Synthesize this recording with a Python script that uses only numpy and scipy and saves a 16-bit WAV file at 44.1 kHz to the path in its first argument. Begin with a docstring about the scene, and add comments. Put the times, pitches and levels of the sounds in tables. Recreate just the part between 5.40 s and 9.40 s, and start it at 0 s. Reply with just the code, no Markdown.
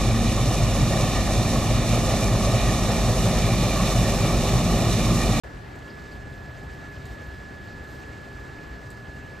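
"""A flooded lane between buildings, just after heavy rain, on a stereo microphone. Shallow water laps
and trickles over the asphalt with hiss, ringing bubbles, spray, stray drips and small splashes.
A motor, perhaps a pump, whines steadily; farther off the town rumbles and air and water rush between
the walls. Early on the microphone zooms in: the water's hiss narrows and the whine comes forward."""
import sys
import numpy as np
from scipy import signal
from scipy.fft import rfft, irfft
from scipy.io import wavfile

SR = 44100
rng = np.random.default_rng(int(sys.argv[2]) if len(sys.argv) > 2 else 0)


def log_audio(samples):
    """Write samples as a 16-bit WAV file to the path given in sys.argv[1]."""
    # one column per channel
    frames = np.atleast_2d(samples).T
    # limit to full scale, then quantise
    limited = np.clip(frames, -1, 1)
    pcm = np.round(limited * 32767).astype(np.int16)
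    wavfile.write(sys.argv[1], SR, pcm)


N = 176400
TIME = np.arange(N) / SR
FREQS = np.maximum(np.fft.rfftfreq(N, 1 / SR), 1)

# hiss of the running water (frequency [Hz], density [dB/Hz])
HISS_SPECTRUM = [(900, -104), (2200, -92), (3200, -94.5), (4300, -93), (5100, -96), (6000, -98.3),
                 (8200, -100.3), (10500, -106), (13000, -109.5), (15500, -110)]
# rise and fall of the lapping (time [s], gain [dB])
LAPPING_SWELL = [(0, -1), (.4, -2), (.52, -0.5), (.74, -0.7), (.85, -1.8), (1.15, -0.7), (1.4, -0.5),
                 (1.72, 0), (2.2, -1.5), (2.54, -0.7), (2.7, -0.5), (3.1, -1), (3.4, -1.5), (4, -2)]
# colour of fine droplets (frequency [Hz], relative level [dB])
SPRAY_SPECTRUM = [(1000, -25), (2500, -12), (4800, 3), (6200, -4.5), (7800, 1), (10000, -0.5), (13000, -6),
                  (15500, -5)]
# small splashes (time [s], level [dB], t60 [s], ping pitch [Hz], ping over slap [dB])
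SPLASH_EVENTS = [(0.353, -60, .05, 7500, -1), (0.387, -60, .04, 7000, 2), (1.233, -64, .06, 7000, -10),
                 (1.653, -54.5, .1, 6800, 1), (2.44, -63, .03, 7300, 2), (2.996, -61, .06, 7000, -10),
                 (3.5023, -52.5, .055, 8100, 1)]
# wavelets breaking on the asphalt (time [s], length [s], level [dB])
WAVELET_EVENTS = [(0.7, 0.07, -65), (1.27, .12, -66), (1.68, 0.08, -59), (2.44, 0.21, -60.5)]
# single drips (time [s], pitch [Hz], level [dB], t60 [s])
DRIP_EVENTS = [(.499, 4750, -52.5, 0.14), (.715, 4600, -56, .15), (.96, 13000, -63, .035),
               (1.32, 4900, -57, .15), (1.654, 3960, -53.5, 0.1), (1.871, 13200, -58.5, .018),
               (2.015, 2900, -51, 0.013), (2.248, 12600, -59, .015), (2.283, 4330, -52.5, 0.057),
               (2.635, 2600, -45, 0.03), (3.186, 2500, -48, .03), (3.826, 2600, -49, 0.035)]
# the motor's whine at the microphone (time [s], left level [dB], right level [dB])
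WHINE_LEVELS = [(0, -52, -54), (.25, -50, -69), (.34, -49, -52), (.41, -53, -55), (.46, -48, -45),
                (.72, -51, -46.5), (1.1, -50.5, -46.5), (1.38, -51, -47), (1.5, -47, -44), (1.62, -54, -50),
                (1.69, -50, -46), (2.25, -48.5, -45), (2.6, -51, -46.5), (3.2, -49.5, -46),
                (3.38, -51, -47.8), (3.55, -50, -46), (4, -49.5, -45.5)]
# the motor's weaker tones (pitch [Hz], level [dB])
HUM_TONES = [(399.5, -56), (548, -68), (1210, -72), (1459, -68), (2285, -74), (2675, -71), (7720, -85.5),
             (11612, -83), (11817, -91.5), (12026, -90), (15130, -92)]
# distant traffic and machinery (frequency [Hz], density [dB/Hz])
RUMBLE_SPECTRUM = [(18, -92), (30, -81), (42, -66.5), (57, -59.5), (80, -62), (100, -65.5), (122, -61),
                   (200, -71.5), (400, -86), (1000, -105), (3000, -150)]
# swell of the rumble (time [s], gain [dB])
RUMBLE_GAIN = [(0, -2.5), (.3, -1.5), (.6, -1.5), (.8, 1), (1.2, -1), (1.5, -1), (1.7, 0.5), (2.1, -0.6),
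               (2.25, 0.5), (2.4, -2.5), (2.6, -2.5), (3.1, 0.5), (3.4, -3), (3.58, -2), (4, -0.5)]
# low throbs in the rumble (time [s], length [s], pitch [Hz], level [dB])
THROB_EVENTS = [(0.018, 0.073, 66, -44), (0.108, 0.077, 72, -43), (1.24, .09, 68, -43.5),
                (1.538, .13, 119, -43.5), (1.58, 0.21, 56.7, -45.5), (1.84, 0.13, 58, -42.5),
                (2.31, 0.14, 58.3, -44.5), (3.259, 0.11, 66.4, -42), (3.43, 0.085, 112, -41.5),
                (3.717, 0.11, 62, -44.5)]
# far rush of air and water between the walls (frequency [Hz], density [dB/Hz])
RUSH_SPECTRUM = [(100, -80.5), (280, -71.5), (450, -75.5), (720, -77), (1030, -81), (1500, -78.5),
                 (1850, -81), (2300, -90.5), (3000, -95.5), (6000, -112), (15000, -135)]
# swell of the rush (time [s], gain [dB])
RUSH_GAIN = [(0, 0.8), (.45, 1.06), (.95, -0.2), (1.3, 0.3), (1.7, 0.8), (2.0, 0), (2.5, 0.9), (2.95, 0),
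             (3.1, 0.8), (3.4, 0.5), (3.65, -1.1), (4, -0.5)]
# lean of the far sounds (frequency [Hz], left minus right [dB])
FAR_BALANCE = [(60, 0.5), (130, 0), (280, 1.5), (520, 1.4), (750, 1), (1050, -1.0), (1450, -3), (1900, -2),
               (3000, -0.5)]
# likeness of left and right in diffuse noise (frequency [Hz], correlation [-1 to 1])
STEREO_LIKENESS = [(50, 0.97), (160, 0.89), (280, 0.86), (480, 0.33), (720, 0.4), (900, 0.15),
                   (1250, -0.011), (1520, -0.46), (1850, 0.62), (2500, 0.88), (3600, 1), (4600, 1),
                   (5600, 0.85), (9000, 1), (15000, 1)]
# lag of the microphone's left port behind the right (frequency [Hz], lag [cycles])
LEFT_PORT_LAG = [(0, -.033), (250, -.025), (400, .02), (560, -.06), (900, 0), (1800, 0), (2400, -.04),
                 (3700, 0), (5000, 0), (5650, .11), (6400, 0), (7400, 0), (9900, .5), (11000, .62),
                 (12200, .94), (13600, 1.05), (15400, 1.47)]

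BUBBLES_PER_S, BUBBLE_DB, BUBBLE_T60_CYCLES = 900, -60.5, 42
BUBBLE_LOW_HZ, BUBBLE_HIGH_HZ, BUBBLE_TILT_DB_PER_OCTAVE = 2120, 5610, -5.5
SPRAY_PER_S, SPRAY_DB = 240, -85
SPLASH_RISE_S, PING_T60_S, SCATTER_DB, SCATTER_T60_S = 0.00091, 0.049, -7, 0.25
ZOOM_START_S, ZOOM_END_S = 0.21, 0.48
SILENCE_S, CUTOFF_HZ = .035, 15600


def water():
    """Shallow water runs over the asphalt: hiss, spray and bubbles all follow the lapping."""
    flow = from_db(in_time(LAPPING_SWELL)[0])
    hiss = diffuse_noise(HISS_SPECTRUM, flicker_db=1.27, flicker_rate=18, early_likeness=0.59)
    droplets = random_clicks(SPRAY_PER_S * flow, spread_db=3)
    spray = from_db(SPRAY_DB) * unit_rms(spray_colour(droplets))
    return flow * (hiss + spray + bubbles(flow))


def bubbles(flow, sizes=48):
    """Tiny bubbles ring briefly, each size at its own pitch, more of them as the water laps."""
    clicks = random_clicks(BUBBLES_PER_S * flow, spread_db=2.4)
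    size, out = rng.integers(0, sizes, N), 0
    for k, hz in enumerate(np.geomspace(BUBBLE_LOW_HZ, BUBBLE_HIGH_HZ, sizes)):
        tilt_db = BUBBLE_TILT_DB_PER_OCTAVE * np.log2(hz / BUBBLE_LOW_HZ)
        pan_db = rng.normal(0, 1) * np.array([[1], [-1]])
        out += from_db(tilt_db + pan_db) * ring(clicks * (size == k), hz, BUBBLE_T60_CYCLES / hz)
    return from_db(BUBBLE_DB) * unit_rms(out)


def splashes():
    """Sharp slaps on wet ground, each with a ping and scattering droplets, and the fizz of wavelets."""
    power, pings, white = np.zeros(N), np.zeros(N), rfft(rng.standard_normal(N))
    for start, db, t60, hz, ping_db in SPLASH_EVENTS:
        age = np.maximum(TIME - start, 0)
        attack = from_db(db) * np.minimum(age / SPLASH_RISE_S, 1)
        scatter = from_db(SCATTER_DB) * decay(age, SCATTER_T60_S)
        power += (attack * (decay(age, t60) + scatter)) ** 2
        pings += attack * from_db(ping_db) * decay(age, PING_T60_S) * narrow_noise(white, hz, width=.12)
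    for start, length, db in WAVELET_EVENTS:
        power += (from_db(db) * hump(start, length)) ** 2
    return spray_colour(np.sqrt(power) * rng.standard_normal(N)) + pings


def drips():
    """Stray drips, centre of the image: each plip is a narrow band of noise that dies quickly."""
    out, white = np.zeros(N), rfft(rng.standard_normal(N))
    for start, hz, db, t60 in DRIP_EVENTS:
        envelope = (TIME > start) * decay(np.maximum(TIME - start, 0), t60)
        out += from_db(db) * envelope * narrow_noise(white, hz, width=.12)
    return out


def motor():
    """One strong whine among weaker steady tones; after the zoom it sits right of centre."""
    whine = from_db(in_time(WHINE_LEVELS)) * motor_tone(hz=1701.8, wander_hz=0.6, flutter_db=0.6)
    hum = sum(from_db(db) * motor_tone(hz, wander_hz=1.5, flutter_db=1.2) for hz, db in HUM_TONES)
    return whine + hum


def motor_tone(hz, wander_hz, flutter_db):
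    """A tone of rms near 1 that wanders a little and flutters on its way to each microphone port."""
    phase = 2 * np.pi * np.cumsum(hz + wander_hz * drift(7.36)) / SR
    flutter = (drift(12.0) + np.array([drift(27), drift(27)])) / np.sqrt(2)
    return np.sqrt(2) * np.sin(phase) * from_db(flutter_db * flutter)


def town():
    """Distant traffic and machinery swell under a far rush; each register leans a little to one side."""
    rumble = diffuse_noise(RUMBLE_SPECTRUM, flicker_db=1.0, flicker_rate=10.3)
    rush = diffuse_noise(RUSH_SPECTRUM, flicker_db=1.23, flicker_rate=15.7)
    far = from_db(in_time(RUMBLE_GAIN)) * rumble + from_db(in_time(RUSH_GAIN)) * rush
    lean = from_db(per_bin(FAR_BALANCE) * np.array([[.5], [-.5]]))
    return irfft(rfft(far) * lean, N)


def throbs():
    """Now and then the distant rumble throbs: a short, rounded swell in one low register."""
    out, white = np.zeros(N), rfft(rng.standard_normal(N))
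    for start, length, hz, db in THROB_EVENTS:
        throb = hump(start, length) * narrow_noise(white, hz, width=.28)
        out += from_db(db) * unit_rms(throb) * np.sqrt(length * SR / N)  # rms over its own length
    return out


def diffuse_noise(spectrum, flicker_db, flicker_rate, early_likeness=1, bands=18):
    """Stereo noise whose bands flicker, partly together; early_likeness < 1 widens it before the zoom."""
    colour = from_db(per_bin(spectrum)) * np.sqrt(SR / 2)
    likeness = np.clip(per_bin(STEREO_LIKENESS), -1, 1)
    noise = rfft(rng.standard_normal((2, N))) * colour * np.sqrt([1 + likeness, 1 - likeness])
    band_position = np.interp(np.log(FREQS), np.log([30, 15000]), [0, bands - 1])
    together, mid_side = drift(flicker_rate), 0
    for k in range(bands):
        band = irfft(noise * np.maximum(1 - abs(band_position - k), 0), N)
        mid_side += band * from_db(flicker_db * (drift(flicker_rate) + .5 * together))
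    mid, side = mid_side / np.sqrt(2)
    focus = np.interp(TIME, [ZOOM_START_S, ZOOM_END_S], [early_likeness, 1])
    wide = irfft(rfft(rng.standard_normal((2, N))) * colour, N)
    return np.sqrt(focus) * np.array([mid + side, mid - side]) + np.sqrt(1 - focus) * wide


def narrow_noise(white, hz, width):
    """A band of rms 1 out of a white spectrum; the width is a share of the pitch."""
    return unit_rms(irfft(white / (1 + ((FREQS / hz - 1) / width) ** 4), N))


def spray_colour(x):
    """The bright colour of fine droplets; white noise keeps its power."""
    return irfft(rfft(x) * unit_rms(from_db(per_bin(SPRAY_SPECTRUM))), N)


def random_clicks(per_s, spread_db):
    """Clicks at random moments, many small and a few large."""
    heights = from_db(spread_db * np.minimum(rng.exponential(1, N), 5)) * rng.choice([-1, 1], N)
    return heights * (rng.random(N) < per_s / SR)


def ring(clicks, hz, t60):
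    """A unit click sets a sine of height 1 ringing."""
    radius, angle = decay(1 / SR, t60), 2 * np.pi * hz / SR
    poles = [1, -2 * radius * np.cos(angle), radius ** 2]
    return signal.lfilter([0, np.sin(angle)], poles, clicks + 1e-18)


def drift(rate, step=40, settle=2000):
    """A slow random wander of rms about 1, mostly below the rate in Hz."""
    pole = np.exp(-2 * np.pi * step * rate / SR)
    white = rng.standard_normal(N // step + settle + 2)
    slow = signal.lfilter([1], [1, -2 * pole, pole ** 2], white)[settle:]
    return np.interp(np.arange(N) / step, np.arange(len(slow)), unit_rms(slow))


def decay(age, t60):
    """A decay that loses 60 dB in t60."""
    return np.exp(-np.log(1000) * age / t60)


def hump(start, length):
    """A rounded rise and fall."""
    return np.sin(np.pi * np.clip((TIME - start) / length, 0, 1))


def in_time(rows):
    """The columns of a curve at every sample."""
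    times, *columns = np.transpose(rows)
    return np.array([np.interp(TIME, times, column) for column in columns])


def per_bin(points):
    """A table over log frequency, read at every frequency."""
    hz, value = np.transpose(points)
    return np.interp(np.log(FREQS), np.log(hz), value)


def from_db(db):
    """Decibels to gain."""
    return 10 ** (np.asarray(db) / 20)


def unit_rms(x):
    """Scale to unit rms."""
    return x / np.sqrt(np.mean(x ** 2) + 1e-20)


def scene():
    """The lane from where the microphone stands."""
    return town() + throbs() + motor() + water() + splashes() + drips()


def record(dry):
    """One microphone port lags the other. The sound begins after a brief silence; the top is cut."""
    lag_cycles = np.interp(FREQS, *np.transpose(LEFT_PORT_LAG))
    ports = irfft(rfft(dry) * np.exp(-1j * np.pi * lag_cycles * np.array([[1], [-1]])), N)
    fade_in = np.clip((TIME - SILENCE_S) / .001, 0, 1)
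    lowpass = signal.ellip(12, .1, 80, CUTOFF_HZ, fs=SR, output="sos")
    return signal.sosfilt(lowpass, ports * fade_in)


dry = scene()
out = record(dry)
log_audio(out)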